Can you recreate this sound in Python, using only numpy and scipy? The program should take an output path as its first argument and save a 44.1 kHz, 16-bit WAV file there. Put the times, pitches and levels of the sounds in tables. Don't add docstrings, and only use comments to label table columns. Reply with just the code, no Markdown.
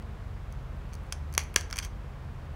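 import sys
import numpy as np
from scipy import signal
from scipy.fft import rfft, irfft, next_fast_len
from scipy.io import wavfile
from scipy.ndimage import uniform_filter1d, map_coordinates

SR = 44100
rng = np.random.default_rng(int(sys.argv[2]) if len(sys.argv) > 2 else 0)


def transcribe(u):
    v = np.clip(np.atleast_2d(u).T, -1, 1)
    q = np.round(v * 32767).astype(np.int16)
    wavfile.write(sys.argv[1], SR, q)


def gain_from_decibels(decibels):
    exponent = np.asarray(decibels, float) / 20
    return 10 ** exponent


N = 112455


def unit(x):
    return x / np.sqrt(np.mean(x ** 2) + 1e-20)


def along(points, hz):
    f, v = np.transpose(points)
    return np.interp(np.log(hz + 1), np.log(f + 1), v)


def wobble(rate):
    knots = rng.standard_normal(400)
    return map_coordinates(knots, [np.arange(N) * rate / SR])


def filtered(x, response):
    m = next_fast_len(2 * len(x))
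    hz = np.fft.rfftfreq(m, 1 / SR)
    return irfft(rfft(x, m) * response(hz), m)[:len(x)]


def add(track, x, s):
    track[round(s * SR):][:len(x)] += x


# f/Hz, density/dB per Hz
RUMBLE = [(20, -13), (35, -6), (70, 4.5), (150, -3), (220, -2.5), (320, -28.5), (600, -76)]
# f/Hz, density/dB per Hz
AIR = [(150, -16), (260, 2.5), (400, 1.5), (1100, -1), (2200, -10), (4840, -21.5), (10200, -31),
       (15300, -33.5)]


def air():
    def noise(points):
        response = lambda f: gain_from_decibels(along(points, f)) * (f < 15750)
        return unit(filtered(rng.standard_normal(N), response))

    rumble_db = -49 + 0.77 * wobble(7.0)
    wash_db = -52 + 0.18 * wobble(0.39) + 0.26 * wobble(10.9)
    return gain_from_decibels(rumble_db) * noise(RUMBLE) + gain_from_decibels(wash_db) * noise(AIR)


# t/s, f/Hz
IDLE = [(0, 73.87), (.5, 72.54), (.9, 74.3), (1.3, 73.78), (1.701, 74.88), (2.1, 73.8), (2.55, 72.96)]
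# multiple of the slow beat, level/dB
ORDER = [(7, -59), (8, -49), (11, -43), (13, -54), (14, -61.5), (16, -45.5), (17, -51.5), (19, -58.5),
         (21, -51.5), (30, -59), (31, -64), (32, -55), (38, -62.5), (47, -68)]


def engine():
    def tone(phase, db):
        level = np.sqrt(2) * gain_from_decibels(db + 3.5 * wobble(3))
        drift = 0.22 * wobble(2.19)
        return level * np.sin(phase + 2 * np.pi * rng.random() + drift)

    s, hz = np.transpose(IDLE)
    t = np.arange(N) / SR
    firing_hz = np.interp(t, s, hz)
    beat = 2 * np.pi * np.cumsum(firing_hz) / SR / 16
    orders = sum(tone(round(k) * beat, db) for k, db in ORDER)
    fan = tone(2 * np.pi * 124.7 * t, -53.5)
    return orders + fan


# f/Hz, t60/s
ROOM = [(300, 0.42), (2000, 0.39), (6000, 0.25), (10000, 0.22), (15000, 0.14)]


def room(x):
    gap_s, tail_db = 0.0035, -16.5
    hz, t, z = signal.stft(rng.standard_normal(SR // 4), SR, nperseg=128)
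    decay = gain_from_decibels(-60 * t / along(ROOM, hz)[:, None])
    tail = signal.istft(z * decay, SR, nperseg=128)[1]
    late = np.pad(tail / np.linalg.norm(tail), (round(gap_s * SR), 0))
    direct = np.pad(x, (0, len(late) - 1))
    return direct + gain_from_decibels(tail_db) * signal.fftconvolve(x, late)


def body(modes, scatter_db):
    def response(f):
        total = 0
        for k, ((centre, width, db), extra_db) in enumerate(zip(modes, scatter_db)):
            damping = 1j * f * width
            mode = damping / (centre ** 2 - f ** 2 + damping)
            total = total + (-1) ** k * gain_from_decibels(db + extra_db) * mode
        return total
    return response


def fractures(size, spread_db):
    return rng.standard_normal(size) * gain_from_decibels(spread_db * rng.exponential(size=size))


# f/Hz, width/Hz, level/dB
STONE = [(4550, 300, -6.5), (5450, 500, -7), (6220, 460, -2)]
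# f/Hz, width/Hz, level/dB
PAD = [(1130, 350, -5), (1640, 260, -1), (2300, 360, -1), (3270, 200, -2)]
# f/Hz, width/Hz, level/dB
EDGE = [(7900, 600, -11.5), (9100, 600, -3), (9920, 400, -5.5), (11000, 570, -1.5), (12800, 700, -8.5),
        (13700, 600, -8.5), (15200, 1400, -6)]


def struck(force, pad_db, edge_db):
    soften_hz = 11800
    soft = filtered(force, lambda f: 1 / (1 + 1j * f / soften_hz) ** 3)
    scatter_db = 1.8 * rng.standard_normal((3, 7))
    parts = zip((STONE, PAD, EDGE), (0, pad_db, edge_db), scatter_db)
    return sum(gain_from_decibels(db) * unit(filtered(soft, body(modes, scatter))) for modes, db, scatter in parts)


GRIT_STARTS = [1.127, 1.381, 1.565, 1.612, 1.730, 1.761, 1.790, 1.824, 1.849]
# fade/ms, level/dB, pad share/dB, edge share/dB
GRIT = [
    (13, -54, 4.5, -7),
    (30, -41, 0.5, -11.5),
    (19, -42, 7.5, -5),
    (15, -57, 5.5, -7),
    (15, -52, 8, -9),
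    (12, -48, -7, -5),
    (9.7, -41, -0.5, -8),
    (19, -43.5, 1, -9),
    (15.1, -47.5, 1, -9.5),
]


def grit():
    out, t = np.zeros(N + SR), np.arange(SR // 8) / SR
    grains_per_s = 5500
    for s, (ms, db, pad_db, edge_db) in zip(GRIT_STARTS, GRIT):
        hits = rng.random(len(t)) < grains_per_s / SR
        grains = fractures(len(t), 1.8) * hits
        fade = np.clip(t / 0.002, 0, 1) * np.exp(-(1000 * t / ms) ** 1.5)
        add(out, room(gain_from_decibels(db) * fade * struck(grains, pad_db, edge_db)), s)
    return out[:N]


# f/Hz, width/Hz, level/dB
HAND = [(408.3, 270, 6), (1043, 320, -3.5), (1702, 230, -1)]
# t/s, peak level/dB, finger share/dB, pad ring share/dB
THUMPS = [
    (1.3772, -27, -2, -15),
    (1.5612, -21.5, 0.5, -4.5),
]


def thumps():
    out, t = np.zeros(N + SR), np.arange(SR // 20) / SR
    push = np.exp(-((t - 0.0008) / 0.00015) ** 2)
    for s, db, finger_db, pad_ring_db in THUMPS:
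        jolt = filtered(push, body(HAND, [0, finger_db, pad_ring_db]))
        add(out, room(gain_from_decibels(db) * jolt / np.abs(jolt).max()), s)
    return out[:N]


def evened(force):
    m = next_fast_len(2 * len(force))
    z = rfft(force, m)
    power = uniform_filter1d(np.abs(z) ** 2, round(450 * m / SR))
    cepstrum = irfft(-np.log(np.abs(power) + 1e-9) / 2, m)
    cepstrum[1:m // 2] *= 2
    cepstrum[m // 2 + 1:] = 0
    return irfft(z * np.exp(rfft(cepstrum)), m)[:len(force)]


def fracture_run(t, ms):
    u = 1000 * t / ms
    rise = 0.25
    shape = np.clip(u / rise, 0, 1) * np.exp(-5 * np.clip(u - rise, 0, None) ** 2)
    packed = np.sqrt(t[-1] / (ms / 1000 + 0.0015))
    return evened(shape * fractures(len(t), 1.5)), packed


BREAKS_DB = -19.5

# t/s, stone level/dB, pad share/dB, edge share/dB, run/ms
PRESS = [(0.0233, -65.5, 4, -6, 3), (0.5247, -59.5, -12, -2.5, 1.4), (0.9264, -61.5, 5.5, -15, 4.7),
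         (0.9333, -52, -6, -7, 3), (0.9404, -58, -6, -2, 1.4), (0.9514, -55, -13, -4, 3.1),
         (1.0354, -80, -8, 6, 1.47), (1.0664, -79, -13, 6, 1.5), (1.1304, -50, -2, -5, 2),
         (1.3264, -54, -11, -5, 3), (1.3388, -51.5, -2, 2.5, 1.9), (1.3497, -44.5, -4, -7, 2),
         (1.3914, -45, 6, -10, 3.6), (1.4364, -56, -7.5, -1.5, 2.08)]
# t/s, stone level/dB, pad share/dB, edge share/dB, run/ms
SLIDE = [(1.5404, -55, 8, 5.5, 6), (1.6092, -44, -3, -6.5, 2.4), (1.7012, -52, -5, -11, 2.6),
         (1.7098, -48, 1, -6, 2.5), (1.7394, -54, -2, -20, 1.6), (1.7576, -42.5, 0, -6, 4.9),
         (1.7686, -42, -2, -4, 3.15), (1.779, -46, 4, -7, 1.7), (1.7848, -49, 4, -2, 1.4),
         (1.7925, -54, 2, -3, 2), (1.7984, -48, 5, -15.5, 3), (1.8467, -40.5, -2, -6.5, 6.9)]


def cracks():
    out, t = np.zeros(N + SR), np.arange(SR // 20) / SR
    for s, db, pad_db, edge_db, ms in list(PRESS) + list(SLIDE):
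        force, packed = fracture_run(t, ms)
        ring = struck(force, pad_db, edge_db)
        add(out, room(gain_from_decibels(db + BREAKS_DB) * packed * ring), s)
    return out[:N]


# f/Hz, width/Hz, level/dB
FLAKE_A = [(1050, 300, -7), (1580, 230, -6), (2330, 220, -4), (3320, 220, -3), (4540, 230, -6.5),
           (5230, 280, 0.5), (6190, 350, -1.5), (7350, 340, -9), (7950, 240, -11), (8700, 360, -9),
           (10600, 500, -9.5), (13400, 600, -25), (15600, 900, -25)]
FLAKE_B = [(1080, 334, -4), (2190, 510, -2), (3260, 220, -4.5), (4400, 290, -7.5), (5730, 220, 0.5),
           (6300, 430, -0.5), (7840, 340, -13.5), (8930, 310, -9.5), (9990, 340, -10), (11100, 372, -7),
           (12810, 210, -26), (13670, 250, -18.5), (14600, 460, -26), (15550, 220, -25.5)]
FLAKE_C = [(1090, 680, -7.5), (2800, 600, -7), (5830, 730, -0.5), (7110, 430, -3), (7810, 300, -1.5),
           (8970, 300, -7.5), (9700, 300, -4.5), (10670, 490, -2), (12900, 500, -13), (13500, 400, -12.5),
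           (14700, 500, -15), (15600, 600, -13.5)]
FLAKE_D = [(1350, 320, -2.5), (2210, 310, -4), (3300, 500, -10), (4780, 500, -2.5), (5600, 440, -1),
           (7730, 270, -12), (8890, 280, -16), (11100, 540, -20), (13600, 500, -27), (15600, 900, -22)]
FLAKE_E = [(2390, 410, -0.5), (3300, 260, -3.5), (4660, 360, -0.5), (6220, 240, -1), (7400, 400, -9),
           (8900, 310, -5), (10100, 340, -11), (11000, 290, -13), (12500, 290, -18), (13800, 300, -15)]
FLAKE_F = [(1010, 300, -10), (1680, 170, -1), (2310, 320, -6.5), (2870, 300, -6.5), (3210, 220, -4),
           (4613, 240, -5.5), (5500, 460, -7), (6110, 320, 1)]
# t/s, level/dB, run/ms, which flake (0 = A)
SNAPS = [
    (1.123, -30.5, 4.3, 0),
    (1.3779, -20, 2.1, 1),
    (1.5599, -23.5, 1.56, 2),
    (1.5604, -16.5, 3.17, 5),
    (1.7266, -32.5, 3.7, 3),
    (1.7868, -27.5, 3.4, 4),
]


def snaps():
    out, t = np.zeros(N + SR), np.arange(SR // 20) / SR
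    flakes = (FLAKE_A, FLAKE_B, FLAKE_C, FLAKE_D, FLAKE_E, FLAKE_F)
    for s, db, ms, which in SNAPS:
        modes = flakes[round(which)]
        force, packed = fracture_run(t, ms)
        ring = unit(filtered(force, body(modes, np.zeros(len(modes)))))
        add(out, room(gain_from_decibels(db + BREAKS_DB) * packed * ring), s)
    return out[:N]


def scene():
    return (air() + engine() + grit() + thumps() + cracks() + snaps())[None]


def low_pass(x):
    return signal.sosfilt(signal.butter(12, 16840, fs=SR, output="sos"), x)


def record(dry):
    top_hz, slope_db_per_khz = 15900, 45
    roll_off = lambda f: gain_from_decibels(-slope_db_per_khz * np.clip(f - top_hz, 0, None) / 1000)
    mix = filtered(dry[0], roll_off)[None]
    return low_pass(mix)


dry = scene()
out = record(dry)
transcribe(out)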